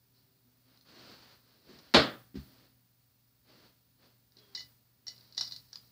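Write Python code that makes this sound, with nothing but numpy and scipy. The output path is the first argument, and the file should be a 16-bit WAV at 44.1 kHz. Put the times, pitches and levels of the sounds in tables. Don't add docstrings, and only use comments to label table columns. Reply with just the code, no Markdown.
import sys
import numpy as np
from scipy import signal
from scipy.fft import rfft, irfft, next_fast_len
from scipy.io import wavfile
from scipy.ndimage import uniform_filter1d

SR = 44100
rng = np.random.default_rng(int(sys.argv[2]) if len(sys.argv) > 2 else 0)


def bounce(signal):
    frames = np.transpose(np.atleast_2d(signal))
    limited = np.clip(frames, -1, 1)
    pcm = np.round(limited * 32767).astype(np.int16)
    wavfile.write(sys.argv[1], SR, pcm)


N = 260967
TIME = np.arange(N) / SR

# f/Hz, density level/dB
FRICTION_SPECTRUM = [(290, -36.5), (500, -7), (614, -3), (710, -5), (1010, -3), (1540, -2.5), (2320, -6.5),
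                     (3680, -5), (4460, 1.5), (6730, -18.5), (9000, -25), (11700, -64.5), (19800, -120)]
# f/Hz, density level/dB
CHATTER_SPECTRUM = [(1000, -23), (3200, -39), (3900, 2.5), (4500, 2.5), (5600, -1.5), (6100, -17),
                    (7200, -28), (9000, -29), (15000, -47)]


def from_db(db):
    return 10 ** (np.asarray(db) / 20)


def unit_rms(x):
    return x / np.sqrt(np.mean(x ** 2) + 1e-20)


def at_hz(points, hz):
    freqs, values = np.transpose(points)
    return np.interp(np.log(np.maximum(hz, 1)), np.log(freqs), values)


def coloured(x, spectrum):
    size = next_fast_len(N)
    gain = from_db(at_hz(spectrum, np.fft.rfftfreq(size, 1 / SR)))
    return unit_rms(irfft(rfft(x, size) * gain, size)[:N])


def noise(spectrum):
    return coloured(rng.standard_normal(N), spectrum)


def drift(rate):
    knots = rng.standard_normal(8000)
    return unit_rms(np.interp(TIME * rate, np.arange(len(knots)), knots))


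def add(out, onset, sound):
    start = int(onset * SR)
    out[start:start + len(sound)] += sound[:N - start]


def swell(start, length, db, attack_s=0.06, release_s=0.059):
    attack = np.clip((TIME - start) / attack_s, 0, 1)
    return from_db(db) * attack * np.exp(-np.clip((TIME - start - length) / release_s, 0, 20))


def burst(onset, db, decay_s):
    envelope = np.zeros(N)
    add(envelope, onset, from_db(db) * np.exp(-TIME[:SR // 5] / decay_s))
    return envelope


def strike(hz, level_db, t60, rise_s):
    t = TIME[:SR // 2]
    gain = from_db(level_db + rng.normal(0, 2.7, len(hz))) * rng.choice([-1, 1], len(hz))
    modes = np.sin(2 * np.pi * np.outer(hz, t)) * np.exp(-np.log(1000) * np.outer(1 / t60, t))
    return gain @ modes / np.sqrt(np.sum(gain ** 2) / 2) * (1 - np.exp(-t / rise_s))


def diffuse_tail(x, t60_scale):
    # f/Hz, T60/s
    room_t60 = [(60, 0.27), (250, 0.4), (600, .33), (2000, 0.38), (4500, .27), (12000, 0.33)]
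    t = TIME[:SR * 3 // 4]
    spectrum, hz = rfft(x[:len(t)]), np.fft.rfftfreq(len(t), 1 / SR)
    edges = np.append(0, np.geomspace(100, SR / 2, 10))
    tail = 0
    for low, high in zip(edges, edges[1:]):
        band = irfft(spectrum * ((hz >= low) & (hz < high)), len(t))
        t60 = t60_scale * at_hz(room_t60, (low + high) / 2)
        tail = tail + band * np.exp(-np.log(1000) * t / t60)
    return tail * (1 - np.exp(-t / 0.003))


def room(x, wet_db, t60_scale):
    tail = diffuse_tail(rng.standard_normal(N), t60_scale)
    return x + from_db(wet_db) * signal.fftconvolve(x, tail / np.sqrt(np.sum(tail ** 2)))[:N]


def microphone_noise(whine_hz=15000, pulse_hz=23.996):
    # f/Hz, level/dB
    hum_lines = [(60, -92), (120, -76), (265, -89)]
    # f/Hz, density level/dB
    hiss_spectrum = [(30, -25.5), (60, -12), (120, -8.5), (160, -12), (240, -13), (330, -24.5),
                     (500, -24.5), (1400, -27), (3200, -29), (4500, -22.5), (6500, -30.5), (12000, -29.5),
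                     (15000, -25)]
    hum = sum(from_db(db + 0.85 * drift(2.7)) * np.sin(2 * np.pi * hz * TIME) for hz, db in hum_lines)
    on = (TIME * pulse_hz - 0.09) % 1 > 0.24
    whine = from_db(-75) * on * np.sin(2 * np.pi * whine_hz * TIME)
    return np.sqrt(2) * (hum + whine) + from_db(-72) * noise(hiss_spectrum)


def faint_tones():
    # start t/s, end t/s, first f/Hz, last f/Hz, level/dB
    glides = [(0.035, 0.463, 388, 388, -87.5), (0.443, 0.907, 247.6, 262, -77.5),
              (2.486, 2.808, 270, 258.2, -76), (4.36, 4.566, 439, 378, -74.5),
              (4.37, 4.56, 3330, 3270, -77), (4.62, 5.097, 265.7, 264, -82)]
    out = np.zeros(N)
    for start, end, first_hz, last_hz, db in glides:
        hz = np.interp(TIME, [start, end], [first_hz, last_hz]) * (1 + 0.012 * drift(250))
        fade = np.clip(np.minimum(TIME - start, end - TIME) / 0.0088, 0, 1)
        out += from_db(db + 2.2 * drift(39)) * fade * np.sin(2 * np.pi * np.cumsum(hz) / SR)
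    return np.sqrt(2) * out


def finger_rubs():
    # t/s, duration/s, level/dB
    rubs = [(0.122, 0.039, -72), (1.384, 0.36, -76), (5.1, 0.23, -71), (5.603, 0.28, -71.5)]
    return sum(swell(*rub) for rub in rubs) * from_db(1.5 * drift(90)) * noise(CHATTER_SPECTRUM)


def cloth_rustle():
    # t/s, duration/s, swish level/dB, brushing level/dB
    strokes = [(0.13, 0.03, -74, -95), (0.454, 0.24, -82.5, -87), (0.643, 0.12, -70, -76),
               (0.839, 0.12, -60, -64), (0.93, 0.21, -56.5, -60), (1.156, .17, -60.5, -69.5),
               (1.413, 0.31, -73, -73), (1.627, .165, -62.5, -61.5), (1.8, 0.19, -65, -72),
               (2.42, 0.23, -68, -70.5), (3.437, 0.22, -65, -67), (3.976, 0.079, -65.5, -67.5),
               (4.326, 0.28, -70, -73.5), (5.04, 0.37, -72, -77), (5.675, 0.17, -76, -82)]
    # f/Hz, density level/dB
    brush_spectrum = [(29, -40), (50, -13.5), (113, -6.5), (146, -5), (253, 0), (613, -8.5), (700, -11.5),
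                      (910, -44.5), (1540, -120)]
    fidget_db = 2.5 * drift(3)
    swish_power = from_db(-91.5 + fidget_db) ** 2
    brush_power = from_db(-87.5 + fidget_db) ** 2
    for start, length, swish_db, brush_db in strokes:
        swish_power += swell(start, length, swish_db) ** 2
        brush_power += swell(start, length, brush_db) ** 2
    grains = rng.standard_normal(N) * from_db(0.79 * drift(400) + 0.8 * drift(25))
    swish = np.sqrt(swish_power) * coloured(grains, FRICTION_SPECTRUM)
    return swish + np.sqrt(brush_power) * noise(brush_spectrum)


def footfalls():
    # t/s, level/dB, excitation centre f/Hz, T60 factor, relative scuff level/dB
    steps = [(0.225, -65.5, 190, 0.36, -30), (1.691, -46, 376, 1, -16), (1.957, -33.5, 89.73, 0.97, -26),
             (2.343, -36, 271.5, 0.28, -27), (2.354, -29.5, 295, 0.43, -29), (2.371, -40, 203, 0.56, -37),
             (2.365, -37.5, 77.5, 0.93, -46.5), (4.365, -60.5, 402, 0.79, -14)]
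    # f/Hz, relative level/dB, unscaled T60/s
    board_modes = [(73.5, 8, 0.14), (141, -6.5, 0.3), (207, -9.5, 0.28), (247, -9.5, 0.18),
                   (363, -5, 0.051)]
    hz, mode_db, t60 = np.transpose(board_modes)
    thuds, scuff = np.zeros(N), np.zeros(N)
    for onset, db, centre_hz, ring, scuff_db in steps:
        excited_db = mode_db - 12 * np.log2(hz / centre_hz) ** 2
        add(thuds, onset, from_db(db) * strike(hz, excited_db, t60 * ring, rise_s=0.0034))
        scuff += burst(onset, db + scuff_db, decay_s=0.055)
    return room(thuds, wet_db=-8.5, t60_scale=0.82) + scuff * noise(FRICTION_SPECTRUM)


def metal_clinks():
    # t/s, level/dB, favoured f/Hz, T60 factor
    knocks = [(0.774, -50, 4500, .3), (.811, -46.5, 4500, 0.23), (1.788, -42, 5900, 0.41),
              (4.321, -53, 2960, .28), (4.369, -49, 4100, 0.77), (4.385, -51.5, 4000, 2),
              (4.549, -36, 4870, 5.2), (4.551, -30, 3880, 1.2), (4.553, -41.5, 2950, 7.4),
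              (4.575, -37.5, 2000, 3.8), (4.594, -35.5, 4830, 2.2), (4.606, -34.5, 4360, 0.91),
              (5.068, -36, 5340, 4.7), (5.081, -29, 5680, 1.85), (5.37, -37, 5300, 1.1),
              (5.378, -21, 5670, 1.7), (5.4103, -19.5, 5500, 1.3), (5.476, -34.5, 4800, 0.75),
              (5.511, -35, 4340, .7), (5.521, -29.5, 4280, 1.24), (5.563, -36.5, 4230, 1.3),
              (5.730, -31.5, 5160, 0.53), (5.757, -28.5, 4940, 0.24)]
    # f/Hz, unscaled bandwidth/Hz, relative level/dB
    metal_modes = [(2002, 28, -10), (2957, 28, -14.5), (3560, 26, -14.5), (3853, 27, -6.5),
                   (4040, 66, -2.5), (4351, 82, 4.5), (4850, 40, 2), (5530, 120, 3.5), (5930, 35, -34),
                   (6440, 70, -16), (6980, 49, -19.5), (7065, 67, -18.5)]
    # f/Hz, density level/dB
    tick_spectrum = [(300, -16), (900, -3), (1600, -6.5), (3000, -12.5), (5000, 6), (7000, -16.5),
                     (9000, -20), (15000, -31)]
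    hz, bandwidth, mode_db = np.transpose(metal_modes)
    rings, ticks, chatter = np.zeros(N), np.zeros(N), np.zeros(N)
    hand_damping = np.exp(-(TIME[:SR // 2] / 0.049) ** 4)
    for onset, db, centre_hz, ring in knocks + rattle_knocks():
        favour_db = 9 * np.exp(-((hz - centre_hz) / 420) ** 2)
        grip_db = 6 * np.log(min(ring, 4) / 3) * (hz < 3300)
        detune = 1 + rng.normal(0, 0.0034, len(hz)) / ring
        t60 = ring * np.log(1000) / (np.pi * bandwidth)
        vibration = strike(hz * detune, mode_db + favour_db + grip_db, t60, rise_s=0.00034)
        add(rings, onset, from_db(db - 3.5) * hand_damping * vibration)
        ticks += burst(onset, db - 15, decay_s=0.0018)
        chatter += burst(onset, db - 14.5, decay_s=0.011 * min(ring, 1))
    loose_parts = chatter * from_db(0.76 * drift(590)) * noise(CHATTER_SPECTRUM)
    return room(rings + loose_parts + ticks * noise(tick_spectrum), wet_db=-3, t60_scale=0.56)


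def toy_smack():
    # t/s, level/dB, decay time constant/s
    contacts = [(1.9394, -19.5, .008), (1.9446, -14.5, .005), (1.9477, -15, .004)]
    # f/Hz, density level/dB
    smack_spectrum = [(40, -28.5), (70, -19.5), (125, -13.5), (200, -7), (290, -3.5), (380, -8.5),
                      (560, -4.5), (900, -14), (1220, -9), (2600, -16.5), (4300, -8.5), (5150, -16.5),
                      (5900, -30), (14000, -54.5)]
    # f/Hz, relative level/dB, T60/s
    room_modes = [(130, -20.5, 0.43), (202.6, -7.5, 0.1), (300, -1, 0.05), (455, -10, 0.17),
                  (580, -12, 0.17), (624, -13, 0.19), (769, -24.5, 0.42)]
    out = sum(burst(*contact) for contact in contacts) * noise(smack_spectrum)
    add(out, 1.9455, from_db(-13) * diffuse_tail(noise(smack_spectrum), t60_scale=0.93))
    boom = strike(*np.transpose(room_modes), rise_s=0.001)
    add(out, 1.9685, from_db(-18.5) * boom)
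    return out


def rattle_knocks(count=3, favoured_hz=4530, ring=0.84, spread_db=0.5):
    # t/s, duration/s, level/dB
    rattles = [(5.149, 0.08, -51), (5.324, 0.055, -46), (5.393, 0.042, -34), (5.438, 0.038, -38.5),
               (5.533, 0.045, -50)]
    knocks = []
    for start, length, db in rattles:
        onsets = start + length * (np.arange(count) + rng.random(count)) / count
        knocks += [(onset, db + rng.normal(0, spread_db), favoured_hz, ring) for onset in onsets]
    return knocks


def gate_gain(x, threshold_db, slope, most_db, release_db_per_s):
    level_db = 10 * np.log10(np.maximum(uniform_filter1d(x ** 2, size=900), 1e-12))
    opening_db = np.clip(slope * (level_db - threshold_db), 0, most_db)
    release_db = release_db_per_s * TIME
    held_db = np.maximum.accumulate(opening_db + release_db) - release_db
    pole = np.exp(-1 / (0.058 * SR))
    return from_db(signal.lfilter([1 - pole], [1, -pole], held_db))


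def scene():
    action = toy_smack() + footfalls() + metal_clinks() + cloth_rustle() + finger_rubs() + faint_tones()
    self_noise = microphone_noise()
    gain = gate_gain(action + self_noise, threshold_db=-69.5, slope=0.33, most_db=13.5,
                     release_db_per_s=48.5)
    return (action + gain * self_noise)[None]


def record(dry):
    highpass = signal.butter(8, 42, "high", fs=SR, output="sos")
    lowpass = signal.ellip(10, 0.2, 70, 15600, fs=SR, output="sos")
    return signal.sosfilt(lowpass, signal.sosfilt(highpass, dry))


dry = scene()
out = record(dry)
bounce(out)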